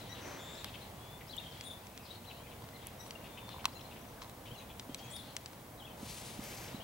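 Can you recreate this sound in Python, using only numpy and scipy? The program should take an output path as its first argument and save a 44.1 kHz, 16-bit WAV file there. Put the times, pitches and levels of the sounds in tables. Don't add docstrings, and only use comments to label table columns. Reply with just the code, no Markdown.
import sys
import numpy as np
from scipy import signal
from scipy.fft import rfft, irfft, next_fast_len
from scipy.io import wavfile

SR = 44100
rng = np.random.default_rng(int(sys.argv[2]) if len(sys.argv) > 2 else 0)


def how_loud(loudness_db):
    steps = np.asarray(loudness_db, float) / 20
    return 10 ** steps


def to_wav(sig):
    pcm = np.clip(np.atleast_2d(sig), -1, 1) * 32767
    pcm = np.round(pcm).astype(np.int16)
    wavfile.write(sys.argv[1], SR, pcm.T)


N = 301582

# freq_hz, density_db
RUMBLE_SPECTRUM = [(15, -47), (25, -13.5), (71, -3.5), (118, -0.5), (166, -6), (204, -4.5), (423, -12),
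                   (465, -8), (510, -9.5), (639, -9), (947, -10.5), (1820, -26), (2200, -26), (2860, -49),
                   (4840, -120)]
FLOCK_SPECTRUM = [(1200, -10.5), (2000, -1), (2700, -2.5), (3400, 0), (4200, -4), (5200, -9.5), (7500, -13),
                  (10000, -13.5)]
HISS_SPECTRUM = [(600, -29), (1500, 1.5), (4000, -5), (8000, -5.5), (12000, -5), (15700, -5), (16000, -16)]
HISS_DB = -60
# freq_hz, likeness_0_to_1
FAR_LIKENESS = [(30, 0.998), (70, .992), (150, .99), (500, 0.92), (1000, 0.73), (2000, 0.61), (3500, 0.24),
                (8000, 0.19)]
# freq_hz, lead_rad
FAR_LEAD = [(60, 0.12), (950, -0.86), (1800, -0.95), (4400, 0.12), (9000, -0.00052)]
CASE_LEAD = [(500, -2), (1100, -0.46), (2200, -1.65), (3500, -1.65), (5000, -1.1), (7500, -1.1),
             (11000, 0.7)]
CLOTH_LEAD = [(1000, -0.36), (2200, -0.54), (3500, -0.27), (5000, 0.39), (7500, 1.3), (11000, 1.6)]
# freq_hz, left_minus_right_db
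PORT_BIAS = [(60, 0), (180, -0.5), (550, -1), (1650, 2.5), (4970, 5), (15000, 0)]
# freq_hz, level_db
LINE_TONE = [(15735, -72.5)]
# time_s, level_db
RUMBLE_LEVEL = [(0, -51.5), (.9, -52.5), (2.0, -53.5), (3.3, -52), (4.9, -52.5), (5.6, -54), (6.2, -51),
                (6.84, -50.5)]
# time_s, level_db
FLOCK_LEVEL = [(0.0, -53.5), (0.38, -65), (0.61, -55), (0.9, -59), (1.2, -63), (1.54, -55.5), (1.75, -62.5),
               (2.6, -63.5), (3.16, -60.5), (4.3, -63.5), (4.7, -65.5), (5.1, -58), (5.45, -62),
               (5.8, -69.5), (6.25, -57.5), (6.84, -56)]

# start_s, length_s, pitch_hz, level_db
PIPES = [(.31, 0.05, 4050, -65), (1.305, .017, 4680, -59), (1.365, .012, 3000, -58),
         (1.397, .06, 3250, -64), (1.6, .035, 3350, -62), (1.74, .04, 3550, -68), (3.845, .02, 4100, -63),
         (3.685, .012, 4150, -60), (3.75, 0.032, 6800, -68), (5.04, .03, 6600, -66),
         (1.397, 0.013, 2810, -53), (1.512, .013, 3200, -57), (2.055, .014, 4300, -58),
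         (2.105, 0.016, 3910, -51.5), (2.12, 0.074, 4280, -67), (2.47, 0.03, 3185, -66),
         (2.74, .029, 4150, -63), (2.81, .025, 3300, -65), (3.066, .017, 9430, -57.5),
         (3.153, .022, 2790, -63), (3.21, 0.015, 2810, -60), (3.51, 0.023, 4135, -60),
         (3.55, 0.036, 4125, -72), (3.757, 0.024, 2740, -64), (4.013, .018, 6100, -68),
         (4.08, .022, 6100, -66), (5.0, 0.071, 3285, -65), (5.078, .039, 3320, -59),
         (5.815, 0.02, 3100, -65), (5.89, 0.071, 3130, -68), (6.74, 0.03, 4000, -59)]
# start_s, length_s, top_hz, level_db
ARCHES = [
    (.81, 0.035, 4140, -57.5),
    (2.432, 0.056, 2580, -67),
    (5.776, 0.029, 4080, -63.5),
]
PIPE_DROOP, ARCH_DROOP = 0.0055, 0.111
# start_s, length_s, start_hz, end_hz, level_db
SLIDES = [(.008, 0.022, 4150, 3800, -57), (.575, .018, 4100, 4150, -57), (2.308, .014, 3600, 2000, -57),
          (2.76, .012, 4400, 3400, -61), (2.46, .025, 2500, 2050, -65), (5.8, .02, 3500, 3050, -60),
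          (1.293, 0.031, 3850, 4350, -54), (1.319, 0.022, 4400, 3150, -51.5), (1.34, .022, 3250, 3050, -60),
          (.55, .02, 5100, 5600, -64), (.128, 0.0195, 5900, 6400, -63), (1.275, .02, 4900, 5900, -67),
          (1.648, .02, 3950, 3750, -59), (1.378, 0.016, 3180, 3860, -49.5), (1.51, 0.011, 5700, 5300, -65),
          (1.522, 0.007, 4800, 4400, -58), (1.526, .006, 3900, 3500, -60), (2.335, .1, 2600, 3340, -67),
          (2.5, 0.039, 4370, 3100, -70), (3.478, 0.025, 4450, 4080, -65), (3.728, 0.012, 4500, 6000, -61),
          (3.81, 0.008, 2500, 4200, -53.5), (3.802, .008, 2500, 3600, -60), (3.718, .01, 4200, 5300, -67),
          (4.505, 0.048, 2940, 3560, -59.5), (4.56, 0.053, 4230, 3940, -62.5),
          (4.54, .032, 3300, 2690, -59.5), (4.536, .03, 4400, 6800, -66.5), (4.89, .07, 3100, 3350, -67),
          (5.175, .03, 4600, 4000, -62), (5.21, .02, 3780, 4200, -62), (5.826, 0.04, 2900, 3500, -63),
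          (5.866, 0.019, 2900, 2550, -58), (6.8, 0.036, 2860, 3480, -58.5)]
HALFWAY = 0.62
# delay_s, length_s, start_hz, end_hz, level_db
LEAP_PARTS = [(0, .021, 2350, 4150, -4), (.022, 0.033, 4150, 4050, -1.5), (.064, .009, 3600, 2450, 2.5)]
SQUEAK_PARTS = [(0.00095, .009, 6900, 8500, -2.5), (.01, .022, 8500, 9000, -1), (.03, .03, 9050, 9400, -5),
                (.02, 0.074, 3750, 3620, -2.5)]
# start_s, level_db
LEAP_TIMES = [(2.245, -56.5), (3.729, -57)]
SQUEAK_TIMES = [(1.633, -54.5), (5.108, -53.5)]
# start_s, length_s, start_hz, middle_hz, end_hz, level_db
REEDY_HIGH = [
    (1.637, 0.104, 3406, 3466, 3520, -51.5),
    (5.112, .102, 3400, 3364, 3444, -51.5),
]
REEDY_LOW = [(.092, 0.047, 1930, 1947, 1990, -55.5)]
REEDY_THIN = [(2.988, .092, 1895, 1950, 1954, -64)]
STEADY = [
    (1., 0.18, 3360, 3473, 3560, -61),
    (3.25, 0.333, 3610, 3584, 3610, -64),
    (3.27, 0.18, 2430, 2390, 2400, -71),
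]
# multiple, level_db
HIGH_TONES = [(1, -2), (2, -17), (3, -10)]
LOW_TONES = [(1, -2), (2, -0.5), (3, -4.5)]
THIN_TONES = [(1, -9), (2, -6), (3, -1.5), (4, -10), (6, -9)]
# start_s, length_s, start_hz, end_hz, buzz_hz, level_db
BUZZES = [
    (.385, .25, 3480, 3680, 180, -53.5),
    (.2, .23, 5900, 6000, 130, -65),
]
# start_s, length_s, centre_hz, level_db
CHIPS = [(.04, 0.061, 3500, -61), (.148, 0.061, 3300, -56), (.654, 0.049, 3200, -54.5),
         (.739, 0.022, 2920, -49.5), (1.207, .021, 2330, -56.5), (2.06, 0.1, 3730, -60),
         (2.299, 0.027, 3050, -57), (2.51, 0.031, 2710, -60), (2.815, 0.037, 3100, -61),
         (2.861, 0.026, 2780, -56.5), (3.242, 0.033, 2780, -57), (3.374, 0.02, 2720, -51.5),
         (3.5, 0.046, 3330, -57), (3.591, 0.025, 2900, -57.5), (3.908, .027, 2960, -57.5),
         (3.959, 0.026, 2640, -57.5), (4.455, 0.035, 3000, -55.5), (4.598, .037, 3020, -58.5),
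         (4.692, 0.034, 2980, -63), (5.232, 0.1, 3700, -62), (5.879, 0.062, 3000, -66)]
CHEEPS = [(.4, .22, 7320, -64), (.21, .16, 6000, -63), (1.7, .036, 3570, -55), (1.31, .03, 4600, -62),
          (5.83, .06, 3300, -64), (4.99, .02, 3200, -58), (3.81, 0.0062, 5550, -62),
          (2.315, .08, 4050, -64), (4.17, .022, 1600, -60), (4.7, .02, 2500, -61), (4.69, .03, 3350, -61),
          (5.27, .04, 4200, -64), (2.73, .06, 2050, -66), (.595, .03, 3700, -56), (4.58, .03, 6300, -66),
          (1.431, .18, 3250, -64), (1.461, .014, 3170, -53), (1.932, 0.14, 2600, -67),
          (2.031, .05, 4950, -64), (5.04, .04, 2500, -61), (5.163, .014, 4950, -57)]
RASPS = [
    (3.683, .018, 3500, -62),
    (4.215, 0.019, 4500, -56),
    (4.983, 0.024, 4200, -57),
]
CHIP_WIDTH, CHEEP_WIDTH, RASP_WIDTH = 0.39, 0.1, 0.72

# start_s, attack_s, hold_s, release_s, peak_db
STROKES = [
    (0.118, 0.15, 0.092, 0.3, -47.5),
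    (5.974, 0.13, 0.25, 0.11, -48),
    (6.383, 0.06, .23, 0.12, -49),
]
# freq_hz, density_db
CLOTH_SPECTRA = [
    [(250, 4.5), (500, 2), (1200, -0.5), (2500, -4.5), (6000, -17.5), (9000, -29)],
    [(1200, -20), (2200, -4.5), (4000, -3.5), (5200, -6), (10400, -2.5), (12500, -8), (16000, -20)],
    [(1200, -9), (2280, -0.5), (3600, -8), (6200, -4.5), (10700, -10.5), (12700, -5), (16000, -13)],
]
START_DB, END_DB = -15, -11.5
SAG_DB_PER_S = [-14, -21, -13]
BRIGHT_DB = [9, -3, -0.5]
BRIGHT_PER_DB = 0.2
# start_s, length_s, low_hz, high_hz, level_db
TUGS = [
    (6.075, .07, 2800, 7500, -55),
    (6.09, .07, 8000, 12500, -60),
    (6.565, .028, 3500, 7500, -54),
    (6.67, .035, 1900, 3800, -57),
    (6.5, .06, 1900, 3200, -58),
    (6.24, .09, 7000, 10500, -63),
]

# low_hz, high_hz, t60_s
CASE_BANDS = [(740, 1830, 0.048), (1990, 4760, 0.024), (5250, 8700, 0.014), (8900, 12400, 0.0046)]
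# freq_hz, level_db, t60_s
CASE_MODES = [(974, 18, 0.0062), (2070, 6.5, 0.0063), (3400, 4.5, 0.0042), (4200, 0.5, 0.0072),
              (5700, 11, 0.0031), (7600, 0, 0.0078)]
# start_s, peak_db, tilt_db_per_band
SNAPS = [(1.6099, -34.5, -1), (1.8688, -44, 3.5), (1.9762, -37.5, -0.5), (3.1078, -35.5, -1),
         (4.796, -32.5, -1), (4.9454, -31.5, 5), (5.3657, -27.5, 2.5), (5.4594, -33.5, -1.5)]
KNOCKS = [(0.6443, -31, 4), (2.6883, -46, 2), (3.063, -44, -1), (3.491, -39.5, -.3), (3.6435, -39, -5),
          (3.6797, -50, -.3), (4.2188, -39, -3), (4.227, -45, 2), (4.235, -46, 3), (4.245, -46, -3),
          (2.64, -49, -1), (2.622, -50, -2), (4.052, -50, -4), (1.639, -48, 4), (5.5318, -47, 1)]
PRICKS = [
    (4.2962, -45, -2),
    (5.1038, -47, -2.5),
    (5.1644, -41.5, -1.5),
]
PINS = [
    (1.3663, -42, -0.5),
    (2.8693, -44.5, 5),
    (6.439, -47, 2),
]
# start_s, peak_db, tilt_db_per_band
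CRACK = [(3.6545, -19, 0.0059)]
SNAP_DB = [-14, -0.1, -5.5, -19]
KNOCK_DB = [0.5, 0.5, -12, -14]
PRICK_DB = [-10, 0, -3, 2.5]
PIN_DB = [-30, -18, -3, 1]
CRACK_DB = [-4, 0.7, -6, -13]
# start_s, peak_db
CREAKS = [
    (2.404, -44),
    (2.62, -44),
    (3.428, -42),
    (3.482, -45),
    (3.543, -39),
    (3.563, -40),
    (3.583, -40),
    (3.682, -38),
]
# start_s, freq_hz, peak_db
RINGS = [(3.108, 3000, -42), (3.108, 4760, -38), (3.1085, 5840, -45), (4.7965, 3100, -37),
         (4.7965, 4900, -37), (4.7965, 5490, -47), (4.9455, 3840, -38), (4.9455, 5490, -40),
         (4.9455, 7760, -44), (5.366, 7830, -37), (5.366, 5000, -38), (5.4596, 7700, -48),
         (2.8693, 12500, -42), (2.8693, 9900, -46), (1.3663, 7600, -44), (3.6549, 2600, -22),
         (3.6555, 1100, -25), (4.224, 3900, -48), (4.221, 6000, -52), (4.797, 6920, -48),
         (3.0635, 7500, -55), (1.61, 4900, -41), (0.6445, 3300, -38)]
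RING_T60_S = 0.016

# start_s, peak_db, thud_hz
HOOVES = [(0.529, -56, 176.4), (1.444, -39, 159), (2.191, -46, 211), (2.634, -38, 132), (3.056, -55, 215),
          (4.516, -36, 137), (4.891, -31, 255), (5.279, -41, 214), (6.026, -30.5, 234), (6.388, -28.5, 247),
          (6.391, -35, 115), (6.742, -27.5, 232)]
THUD_T60_S = 0.025


def rms_one(x):
    return x / np.sqrt(np.mean(x ** 2) + 1e-20)


def at_hz(points, hz):
    table_hz, values = np.transpose(points)
    return np.interp(np.log(hz), np.log(table_hz), values)


def pan(x, db):
    return x * how_loud(np.array([[db / 2], [-db / 2]]))


def add(out, start_s, x):
    i = max(round(start_s * SR), 0)
    out[..., i:i + x.shape[-1]] += x[..., :N - i]


def drift(rate_hz):
    steps = rng.standard_normal(5000)
    return np.interp(np.arange(N) / SR * rate_hz, np.arange(5000), steps)


def swell(length_s, sharp=0.15, late=0.66):
    u = np.linspace(0, 1, max(round(length_s * SR), 8))
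    return u, np.clip(np.sin(np.pi * u ** late), 0, 1) ** sharp


def band(x, low_hz, high_hz):
    edges_hz = [low_hz, min(high_hz, 0.45 * SR)]
    return signal.sosfilt(signal.butter(2, edges_hz, "band", fs=SR, output="sos"), x)


def fft_axis():
    size = next_fast_len(N)
    return size, np.maximum(np.arange(size // 2 + 1) * SR / size, 1)


def coloured(spectrum, likeness):
    size, hz = fft_axis()
    mid, side = rfft(rng.standard_normal((2, size)))
    alike = np.clip(at_hz(likeness, hz), 0, 1)
    inside = (hz > spectrum[0][0]) & (hz < spectrum[-1][0])
    both = np.sqrt(1 + alike) * mid + np.sqrt(1 - alike) * side * np.array([[1], [-1]])
    return rms_one(irfft(both * how_loud(at_hz(spectrum, hz)) * inside, size)[:, :N])


def ports(pair, lead):
    size, hz = fft_axis()
    half = how_loud(at_hz(PORT_BIAS, hz) / 2) * np.exp(0.5j * at_hz(lead, hz))
    return irfft(rfft(pair, size) * np.array([half, 1 / half]), size)[:, :N]


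def far_rumble():
    level_db = np.interp(np.arange(N) / SR, *np.transpose(RUMBLE_LEVEL))
    gusts_db = 0.4 * drift(6.4)
    return how_loud(level_db + 1.02 + gusts_db) * coloured(RUMBLE_SPECTRUM, FAR_LIKENESS)


def distant_flock():
    level_db = np.interp(np.arange(N) / SR, *np.transpose(FLOCK_LEVEL))
    swells_db = 1.5 * np.clip(drift(14), -1.5, 1.2)
    return how_loud(level_db - 1.8 + swells_db) * coloured(FLOCK_SPECTRUM, FAR_LIKENESS)


def circuits():
    likeness = [(1500, 0.27), (6000, 0.42), (9000, 0.53), (11000, 0.8), (13500, 0.96), (16000, 0.99)]
    hiss = how_loud(HISS_DB) * coloured(HISS_SPECTRUM, likeness)
    (tone_hz, tone_db), = LINE_TONE
    tone = np.sqrt(2) * np.sin(2 * np.pi * tone_hz * np.arange(N) / SR)
    return hiss + how_loud(tone_db) * tone


def whistles():
    slides = list(SLIDES)
    for phrase, times in [(LEAP_PARTS, LEAP_TIMES), (SQUEAK_PARTS, SQUEAK_TIMES)]:
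        for s, db in times:
            for delay_s, length_s, start_hz, end_hz, part_db in phrase:
                slides.append((s + delay_s, length_s, start_hz, end_hz, db + part_db))
    rows = []
    for s, length_s, start_hz, end_hz, db in slides:
        middle_hz = start_hz + HALFWAY * (end_hz - start_hz)
        rows.append((s, length_s, start_hz, middle_hz, end_hz, db))
    for table, droop in [(PIPES, PIPE_DROOP), (ARCHES, ARCH_DROOP)]:
        for s, length_s, hz, db in table:
            rows.append((s, length_s, hz * (1 - droop), hz, hz * (1 - droop), db))
    return rows


def notes(rows, tones, waver=0.017, rough=1.0, late=0.78):
    out, shake = np.zeros(N), drift(160)
    flutter_db = rough * (3.7 * drift(70) + 2.5 * drift(380))
    for s, length_s, *pitch_hz, db in rows:
        u, shape = swell(length_s, sharp=0.2, late=late)
        i = round(s * SR)
        glide_hz = np.polyval(np.polyfit([0, 0.5, 1], pitch_hz, 2), u)
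        phase = 2 * np.pi * np.cumsum(glide_hz * (1 + waver * shake[i:i + len(u)])) / SR
        voice = 0
        for k, tone_db in tones:
            j = round(k * SR / 2 + i / 2)
            own_db = flutter_db[j:j + len(u)] if k > 1 else 0
            voice = voice + how_loud(tone_db + own_db) * np.sin(k * phase)
        add(out, s, how_loud(db + 2 + flutter_db[i:i + len(u)]) * shape * voice)
    return out


def buzzes():
    out = np.zeros(N)
    for s, length_s, start_hz, end_hz, buzz_hz, db in BUZZES:
        u, shape = swell(length_s, sharp=0.21)
        beat = 2 * np.pi * np.cumsum(buzz_hz * (1 + 0.41 * drift(200)[:len(u)])) / SR
        hz = (start_hz + (end_hz - start_hz) * u) * (1 + 0.048 * np.sin(beat + 1.7))
        phase = 2 * np.pi * np.cumsum(hz) / SR
        voice = np.sin(phase) + how_loud(-12.5) * np.sin(2 * phase)
        chop = (1 + 0.56 * np.sin(beat)) / 2
        add(out, s, how_loud(db + 6) * shape * chop * voice)
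    return out


def chips():
    out = np.zeros(N)
    for rows, width in [(CHIPS, CHIP_WIDTH), (CHEEPS, CHEEP_WIDTH), (RASPS, RASP_WIDTH)]:
        for s, length_s, hz, db in rows:
            noise = band(rng.standard_normal(10000), hz * (1 - width / 2), hz * (1 + width / 2))
            shape = swell(length_s)[1]
            add(out, s, how_loud(db) * shape * rms_one(noise)[-len(shape):])
    return out


def trees(x, t60_s=0.35):
    t = np.arange(round(0.4 * SR)) / SR
    tail = rng.standard_normal((2, len(t))) * how_loud(-60 * t / t60_s) * (t > 0.012)
    return signal.fftconvolve(x[None], tail / np.sqrt(np.sum(tail[0] ** 2)), axes=1)[:, :N]


def birds():
    pure = [(0.99, 0)]
    clear = notes(whistles(), pure)
    clear += notes(REEDY_HIGH, HIGH_TONES, waver=0.0026, rough=0.71, late=1.2)
    clear += notes(REEDY_LOW, LOW_TONES, waver=0.006, rough=0.6, late=1.6)
    clear += notes(REEDY_THIN, THIN_TONES, waver=0.0083, rough=0.9)
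    clear += notes(STEADY, pure, waver=0.004, rough=0.21, late=2.1)
    hoarse = buzzes() + chips()
    return pan(clear, 10.0) + pan(hoarse, 5.6) + how_loud(-4.5) * trees(clear + hoarse)


def tugs():
    out = np.zeros((2, N))
    for s, length_s, low_hz, high_hz, db in TUGS:
        shape = swell(length_s, sharp=0.7, late=0.9)[1]
        rustle = rms_one(band(rng.standard_normal(6000), low_hz, high_hz))
        add(out, s, how_loud(db) * shape * rustle[-len(shape):])
    return out


def sleeve():
    out, t = tugs(), np.arange(N) / SR
    likeness = [(1000, 0.69), (5000, 1.0), (8000, 0.92), (12000, 0.45)]
    treble = signal.butter(2, 6000, "high", fs=SR, output="sos")
    for stroke, sag, top_db, spectrum in zip(STROKES, SAG_DB_PER_S, BRIGHT_DB, CLOTH_SPECTRA):
        s, attack_s, hold_s, release_s, db = stroke
        corners_s = np.cumsum([s, attack_s, hold_s, release_s])
        speed_db = np.interp(t, corners_s, [START_DB, 0, sag * hold_s, sag * hold_s + END_DB])
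        grain_db = 1.2 * drift(140) + 0.5 * drift(22)
        noise = coloured(spectrum, likeness) * how_loud(grain_db)
        top = signal.sosfilt(treble, noise)
        moving = (t > corners_s[0]) & (t < corners_s[-1])
        top_gain = how_loud(top_db + BRIGHT_PER_DB * speed_db) - 1
        out = out + moving * how_loud(db + speed_db) * (noise + top_gain * top)
    return ports(out, CLOTH_LEAD)


def creaks():
    out, t = np.zeros((2, N)), np.arange(round(0.03 * SR)) / SR
    for s, peak_db in CREAKS:
        rise = 1 - np.exp(-t / 0.00093)
        add(out, s, how_loud(peak_db + 4.0 - 60 * t / 0.016) * rise * np.sin(2 * np.pi * 1000 * t))
    return out


def rings():
    out, t = np.zeros((2, N)), np.arange(round(0.03 * SR)) / SR
    for s, hz, peak_db in RINGS:
        rise = 1 - np.exp(-t / 0.00026)
        add(out, s, how_loud(peak_db - 60 * t / RING_T60_S) * rise * np.sin(2 * np.pi * hz * t))
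    return out


def taps():
    kinds = [(SNAPS, SNAP_DB), (KNOCKS, KNOCK_DB), (PRICKS, PRICK_DB), (CRACK, CRACK_DB), (PINS, PIN_DB)]
    steps = np.arange(len(CASE_BANDS)) - 1
    return [(s, db, shares_db + tilt_db * steps) for rows, shares_db in kinds for s, db, tilt_db in rows]


def ticks():
    out, t = creaks() + rings(), np.arange(round(0.051 * SR)) / SR
    for s, peak_db, shares_db in taps():
        mid, side = rng.standard_normal((2, len(t)))
        burst = mid + 0.15 * side * np.array([[1], [-1]])
        burst[:, 12] += 1.5
        turns, extras = rng.random((2, len(CASE_MODES)))
        for (hz, db, t60_s), turn, extra in zip(CASE_MODES, turns, extras):
            decay = how_loud(db + 2 * extra - 60 * t / t60_s)
            burst = burst + decay * np.sin(2 * np.pi * (hz * t + turn))
        for (low_hz, high_hz, t60_s), share_db in zip(CASE_BANDS, shares_db):
            envelope = how_loud(-60 * t / t60_s) * np.minimum(t / 0.00057, 1)
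            part = band(burst * envelope, low_hz, high_hz)
            part = band(part, 1.16 * low_hz, 1.23 * high_hz)
            add(out, s, rms_one(part) * how_loud(peak_db + share_db - 21.0))
    return pan(ports(out, CASE_LEAD), -1.8)


def hooves():
    out, t = np.zeros(N), np.arange(round(0.08 * SR)) / SR
    for s, peak_db, hz in HOOVES:
        rise = 1 - np.exp(-t / 0.0026)
        decay = how_loud(peak_db + 4.5 - 60 * t / THUD_T60_S)
        add(out, s + 0.0028, decay * rise * np.sin(2 * np.pi * hz * t))
    return pan(out, -1.6)


def scene():
    far = ports(far_rumble() + distant_flock(), FAR_LEAD)
    return far + circuits() + birds() + sleeve() + ticks() + hooves()


def top_cut(x):
    return signal.sosfilt(signal.butter(12, 16830, fs=SR, output="sos"), x)


def record(dry):
    return top_cut(dry)


dry = scene()
out = record(dry)
to_wav(out)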